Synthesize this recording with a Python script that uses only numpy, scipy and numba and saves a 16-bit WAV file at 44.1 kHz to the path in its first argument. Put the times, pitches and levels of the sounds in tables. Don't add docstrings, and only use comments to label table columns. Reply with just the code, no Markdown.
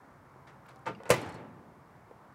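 import sys
import numpy as np
from scipy import signal
from scipy.io import wavfile
from scipy.ndimage import uniform_filter1d
from numba import njit

SR = 44100
rng = np.random.default_rng(int(sys.argv[2]) if len(sys.argv) > 2 else 0)


def magnitude_from_level(level_db):
    exponent = np.asarray(level_db, float) / 20
    return 10 ** exponent


def wav_out(sig):
    wavfile.write(sys.argv[1], SR, np.round(np.clip(np.atleast_2d(sig).T, -1, 1) * 32767).astype(np.int16))


N = 103238

THIRDS_HZ = 32 * 2 ** np.arange(0, 8.9, 1 / 3)
# start_s, level_db, pitch_hz, t60_s
RATTLE_EVENTS = [(1.2148, -53, 9000, .04), (1.178, -56, 10000, .02), (1.224, -58, 4300, .02),
                 (1.352, -62, 4300, .03), (1.262, -60, 8000, .03), (1.2916, -56, 8000, .04),
                 (1.322, -61, 7500, .03), (1.343, -59, 8000, .05)]


def on_log(table, hz):
    table = np.array(table, float)
    return np.interp(np.log(hz), np.log(table[:, 0]), table[:, 1])


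def unit(x):
    return x / np.sqrt(np.mean(x ** 2))


def add(out, start_s, x):
    i = int(start_s * SR)
    out[i:i + len(x)] += x[:N - i]


def high_pass(x, order, hz):
    return signal.sosfilt(signal.butter(order, hz, "high", fs=SR, output="sos"), x)


def band(x, hz, width_hz):
    edges_hz = np.clip([hz - width_hz / 2, hz + width_hz / 2], 10, 21000)
    return signal.sosfilt(signal.butter(2, edges_hz, "band", fs=SR, output="sos"), x)


def third(x, hz):
    return band(band(x, hz, hz / 3), hz, hz / 3)


def walk(rate_hz):
    hold = int(SR / rate_hz)
    steps = np.repeat(rng.standard_normal(N // hold + 1), hold)
    return unit(uniform_filter1d(uniform_filter1d(steps, hold), hold)[:N])


@njit
def ring(x, hz, t60, gain):
    y = np.zeros(len(x))
    for k in range(len(hz)):
        pole = np.exp(2j * np.pi * hz[k] / SR - np.log(1000.) / (t60[k] * SR))
        state = 0j
        for i in range(len(x)):
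            state = state * pole + x[i]
            y[i] += (gain[k] * state).imag
    return y


def struck(hz, t60_s, gain, seconds):
    blow = np.full(int(seconds * SR), 1e-18)
    blow[0] = 1
    y = ring(blow, hz, t60_s, gain + 0j)
    return y / np.sqrt(np.sum(np.abs(gain) ** 2) / 2)


def body(colour, t60, seconds, count):
    detune, spread, size = rng.standard_normal((count, 3)).T
    place = np.linspace(8, 126, count)
    hz = place ** 2 * (1 + .01 * detune)
    decay_s = on_log(t60, hz) * np.exp(0.37 * spread)
    gain = magnitude_from_level(on_log(colour, hz)) * np.sqrt(place / decay_s) * np.tanh(2 * size)
    return struck(hz, decay_s, gain, seconds)


def contacts(events, colour, modes, dense_db, ring_share, push_s):
    # hz, t60_s
    door_t60 = [(100, 0.26), (500, 0.113), (2000, 0.13), (6000, 0.12), (14000, 0.033)]
    out = np.zeros(N)
    hz, db, t60_s = np.array(modes, float).T
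    dense_t60 = [(f, s * ring_share) for f, s in door_t60]
    rise = 1 - np.exp(-np.arange(SR // 2) / SR / push_s)
    for start_s, level_db in events:
        strong = struck(hz, t60_s, magnitude_from_level(db + rng.standard_normal(len(hz))), .5)
        dense = body(colour, dense_t60, .5, count=330)
        add(out, start_s, magnitude_from_level(level_db) * rise * (strong + magnitude_from_level(dense_db) * dense))
    return out


def fan_air():
    # hz, density_db
    air_colour = [(30, -10), (125, 0.5), (300, -5.5), (500, -7.5), (1000, -4.5), (2000, -16.5), (2700, -31),
                  (4200, -39)]
    out, swell = 0, walk(0.6)
    for hz in THIRDS_HZ[:23]:
        db = on_log(air_colour, hz) + 0.19 * swell + 1.1 * walk(11.96)
        out = out + magnitude_from_level(db) * third(rng.standard_normal(N), hz)
    return magnitude_from_level(-56.5) * unit(out)


def motor_hum():
    # time_s, level_db
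    hum_swell = [(0, -5), (.3, 1.5), (.85, 4), (1.0, -11), (2.34, -2.5)]
    hum_hz, hum_width_hz, hum_db = 132.7, 5.36, -62
    pitch_hz = hum_hz + hum_width_hz / 4 * walk(11.57)
    hum = np.sin(2 * np.pi * np.cumsum(pitch_hz) / SR) * magnitude_from_level(0.91 * walk(13))
    swell_db = np.interp(np.arange(N) / SR, *np.array(hum_swell).T)
    return magnitude_from_level(hum_db + swell_db) * hum


def microphone_hiss():
    hiss_db, hiss_hz, hiss_width_hz = -78.5, 9500, 14000
    noise = signal.lfilter([1], [1, -.45], rng.standard_normal(N))
    return magnitude_from_level(hiss_db) * unit(band(noise, hiss_hz, hiss_width_hz))


def taps():
    # start_s, level_db, pitch_hz, t60_s
    tap_events = [(0.36, -50.5, 370, 0.046), (.359, -55, 800, 0.031), (1.116, -28, 470, 0.031),
                  (1.226, -41, 273, .09), (1.234, -39.5, 450, 0.063), (0.76, -55.5, 780, 0.26),
                  (1.303, -46, 400, 0.04), (0.96, -48, 210, 0.27), (1.003, -46, 554, 0.085),
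                  (1.056, -56, 410, 0.056), (1.0045, -47, 680, 0.023), (.885, -44.5, 160, 0.23),
                  (1.0932, -33, 560, .02), (1.103, -25.5, 125, 0.1), (1.1024, -19, 550, 0.053),
                  (1.0342, -42, 840, 0.016), (1.17, -36.5, 108, 0.15), (1.261, -42, 94.6, 0.14),
                  (2.1119, -43, 482, 0.038), (.9, -38.5, 430, 0.089), (.894, -39, 314, 0.074),
                  (0.95, -51.5, 2800, 0.033)]
    ratios, gains = np.array([1, .62, 1.7]), np.array([1, .15, .3])
    out = np.zeros(N)
    for start_s, level_db, hz, t60_s in tap_events:
        add(out, start_s, magnitude_from_level(level_db) * struck(hz * ratios, t60_s * np.ones(3), gains, .2))
    return out


def hinge_rubs():
    # start_s, length_s, level_db, top_hz
    rub_events = [
        (0.468, 0.11, -53, 3000),
        (0.656, 0.042, -56, 5000),
        (0.681, 0.1, -52, 5000),
        (0.748, 0.068, -70, 6000),
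        (1.058, 0.087, -48.5, 1475),
    ]
    rise_s = 0.006
    out, t = np.zeros(N), np.arange(SR // 5) / SR
    for start_s, length_s, level_db, top_hz in rub_events:
        grit = rng.standard_normal(len(t)) * magnitude_from_level(0.75 * walk(165)[:len(t)])
        bright = signal.lfilter([.5], [1, -np.exp(-2 * np.pi * top_hz / SR)], band(grit, 3400, 6800))
        grit = unit(band(grit, 1220, 1276) + 0.15 * bright)
        add(out, start_s, magnitude_from_level(level_db) * grit * (t / rise_s).clip(0, 1) * np.exp(-3 * t / length_s))
    return out


def ticks():
    # start_s, level_db, pitch_hz, t60_s
    tick_events = [(0.691, -54, 9250, 0.0051), (0.694, -62, 3300, 0.02), (.7593, -57, 8500, .005),
                   (0.7601, -56, 5300, .006), (0.767, -66, 4300, 0.018), (.793, -61, 8500, .004),
                   (.667, -64, 13300, .005), (.815, -75, 8070, 0.011), (1.0349, -54, 7800, .004),
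                   (1.0349, -49, 2700, .006), (0.858, -58, 3980, 0.056), (0.8627, -54.5, 6200, 0.09),
                   (1.035, -52, 5440, 0.0043), (1.0554, -61, 6960, 0.021), (1.054, -54.5, 2800, 0.035),
                   (1.093, -37, 7150, 0.027), (1.103, -27, 8200, 0.034), (1.106, -28.5, 7670, 0.068)]
    out, t = np.zeros(N), np.arange(SR // 5) / SR
    for start_s, level_db, hz, t60_s in tick_events + RATTLE_EVENTS:
        noise = unit(band(rng.standard_normal(len(t)), hz, 0.48 * hz))
        add(out, start_s, magnitude_from_level(level_db - 60 * t / t60_s) * noise)
    return out


def turntable():
    # hz, level_db under the rattle, t60_s
    glass_modes = [(4300, -1, .09), (7700, -9, .05), (5200, -6, .05), (3700, -8, .05)]
    out = np.zeros(N)
    hz, db, t60_s = np.array(glass_modes, float).T
    for start_s, level_db, _, _ in RATTLE_EVENTS:
        detune, size = rng.standard_normal((2, len(hz)))
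        chink = struck(hz * (1 + .012 * detune), t60_s, magnitude_from_level(db + 3 * size), .15)
        add(out, start_s + .004, magnitude_from_level(level_db - 4) * chink)
    return out


def cabinet():
    # hz, level_db
    boom_colour = [(45, -32), (90, -2.5), (300, -5), (900, -6), (2500, -16), (4200, -24), (8000, -32),
                   (15000, -49)]
    # hz, t60_s
    boom_t60 = [(80, 1.1), (200, 1.5), (600, 1.), (1500, .9), (3000, .6), (5000, .5), (14000, .4)]
    # hz, level_db, t60_s
    wall_modes = [(90, -8.5, 1.2), (135.2, -8, 0.9), (171.2, -13.5, 2.8), (306, 3, 0.6), (450, 10, 0.41),
                  (873, 0.5, 0.83)]
    boom_db, swell_s = -28.5, 0.2
    out, t = np.zeros(N), np.arange(SR * 5 // 4) / SR
    wall_hz, wall_db, wall_t60_s = np.array(wall_modes, float).T
    # start_s, level_db, tilt_db per octave
    for start_s, level_db, tilt_db in ((.875, -20.5, -2.5), (1.102, -5, 0.0044)):
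        boom = 0
        for hz in THIRDS_HZ:
            decay_db = 60 * (t - .1) / on_log(boom_t60, hz)
            db = on_log(boom_colour, hz) - decay_db + 1.3 * walk(24)[:len(t)]
            boom = boom + magnitude_from_level(db + tilt_db * np.log2(hz / 500)) * third(rng.standard_normal(len(t)), hz)
        boom = boom / np.sqrt(np.mean(boom[SR // 20:SR // 7] ** 2))
        walls = struck(wall_hz, wall_t60_s, magnitude_from_level(wall_db), 1.25) * magnitude_from_level(0.65 * walk(20)[:len(t)])
        boom = boom + magnitude_from_level(6.5) * walls
        add(out, start_s, magnitude_from_level(boom_db + level_db) * boom * (1 - np.exp(-t / swell_s)))
    return out


def latch_bump():
    # start_s, level_db
    bump_events = [
        (.857, -44.5),
        (.8645, -33.5),
        (.868, -33.5),
        (.8745, -32),
        (.8805, -34),
        (.892, -44),
        (.900, -45.5),
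        (.9075, -46.5),
        (.920, -50),
    ]
    # hz, level_db
    bump_colour = [(55, -33), (120, -4.5), (350, -6), (520, -7.5), (1200, -5), (3000, -19), (6000, -33.5),
                   (15000, -48.5)]
    # hz, level_db, t60_s
    lean_modes = [(117.2, -15, 0.21), (192, -17, 0.54), (300, -16, 0.061), (480.5, -15, 0.21),
                  (521.7, -1, 0.078), (675, -11, 0.18), (909, -1, 0.095), (1216, -0.5, 0.053),
                  (1367, -11, 0.11), (1460, -9, 0.097), (2110, -8, 0.069), (2220, -12.5, .1),
                  (2620, -15.5, 0.074), (3180, -20, 0.049)]
    return contacts(bump_events, bump_colour, lean_modes, dense_db=-5.0, ring_share=1.0, push_s=0.00058)


def hook_slide():
    # start_s, level_db
    slide_events = [
        (1.000, -52),
        (1.034, -49.5),
        (1.0546, -44),
        (1.062, -45),
        (1.075, -46.5),
    ]
    # hz, level_db
    slide_colour = [(35, -32), (60, -24), (378, -5), (493, 9), (2600, -10.5), (3470, -33), (12000, -58.5),
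                    (15600, -73), (22000, -120)]
    # hz, level_db, t60_s
    lever_modes = [(173.6, -7, .2), (473, 4, 0.057), (930, -6.5, 0.12), (1448, -4, 0.15), (1990, -10, 0.12),
                   (2580, -10, 0.043), (3050, -14.5, 0.083)]
    return contacts(slide_events, slide_colour, lever_modes, dense_db=-2.5, ring_share=0.78, push_s=0.00072)


def door_slam():
    # start_s, level_db
    slam_events = [
        (1.092, -35.5),
        (1.0975, -32.5),
        (1.1022, -14),
        (1.105, -23),
        (1.108, -24),
        (1.119, -29),
        (1.128, -29.5),
        (1.139, -27.5),
        (1.160, -36.5),
    ]
    # hz, level_db
    slam_colour = [(55, -35), (123, -8.5), (290, -16), (550, -8), (1100, -14.5), (2500, -17), (3400, -24.5),
                   (15500, -36)]
    # hz, level_db, t60_s
    panel_modes = [(125.5, -7.5, 0.061), (347, -16, 0.25), (382.4, -17, 0.27), (501, -1, .17),
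                   (583, 5.5, 0.11), (660, -12.5, 0.17), (769, -5, 0.055), (1004.5, -2, 0.06),
                   (1199, -4.5, 0.082), (1358, -14, .1), (1790, -6, .06), (2013, -4.5, .09),
                   (2204, -10, 0.076), (2666, -4.5, 0.086)]
    return contacts(slam_events, slam_colour, panel_modes, dense_db=-5.0, ring_share=1.08, push_s=0.00095)


def scene():
    hall = fan_air() + motor_hum() + microphone_hiss()
    small_sounds = taps() + hinge_rubs() + ticks()
    door = latch_bump() + hook_slide() + door_slam()
    door = high_pass(door + small_sounds, 3, 84)
    return (hall + turntable() + cabinet() + door)[None]


def roll_off(x):
    return signal.sosfilt(signal.butter(12, 16280, fs=SR, output="sos"), x)


def record(dry):
    mix = high_pass(dry, 2, 58)
    mix = signal.sosfilt(signal.ellip(8, .2, 60, 16000, fs=SR, output="sos"), mix)
    return roll_off(mix)


dry = scene()
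out = record(dry)
wav_out(out)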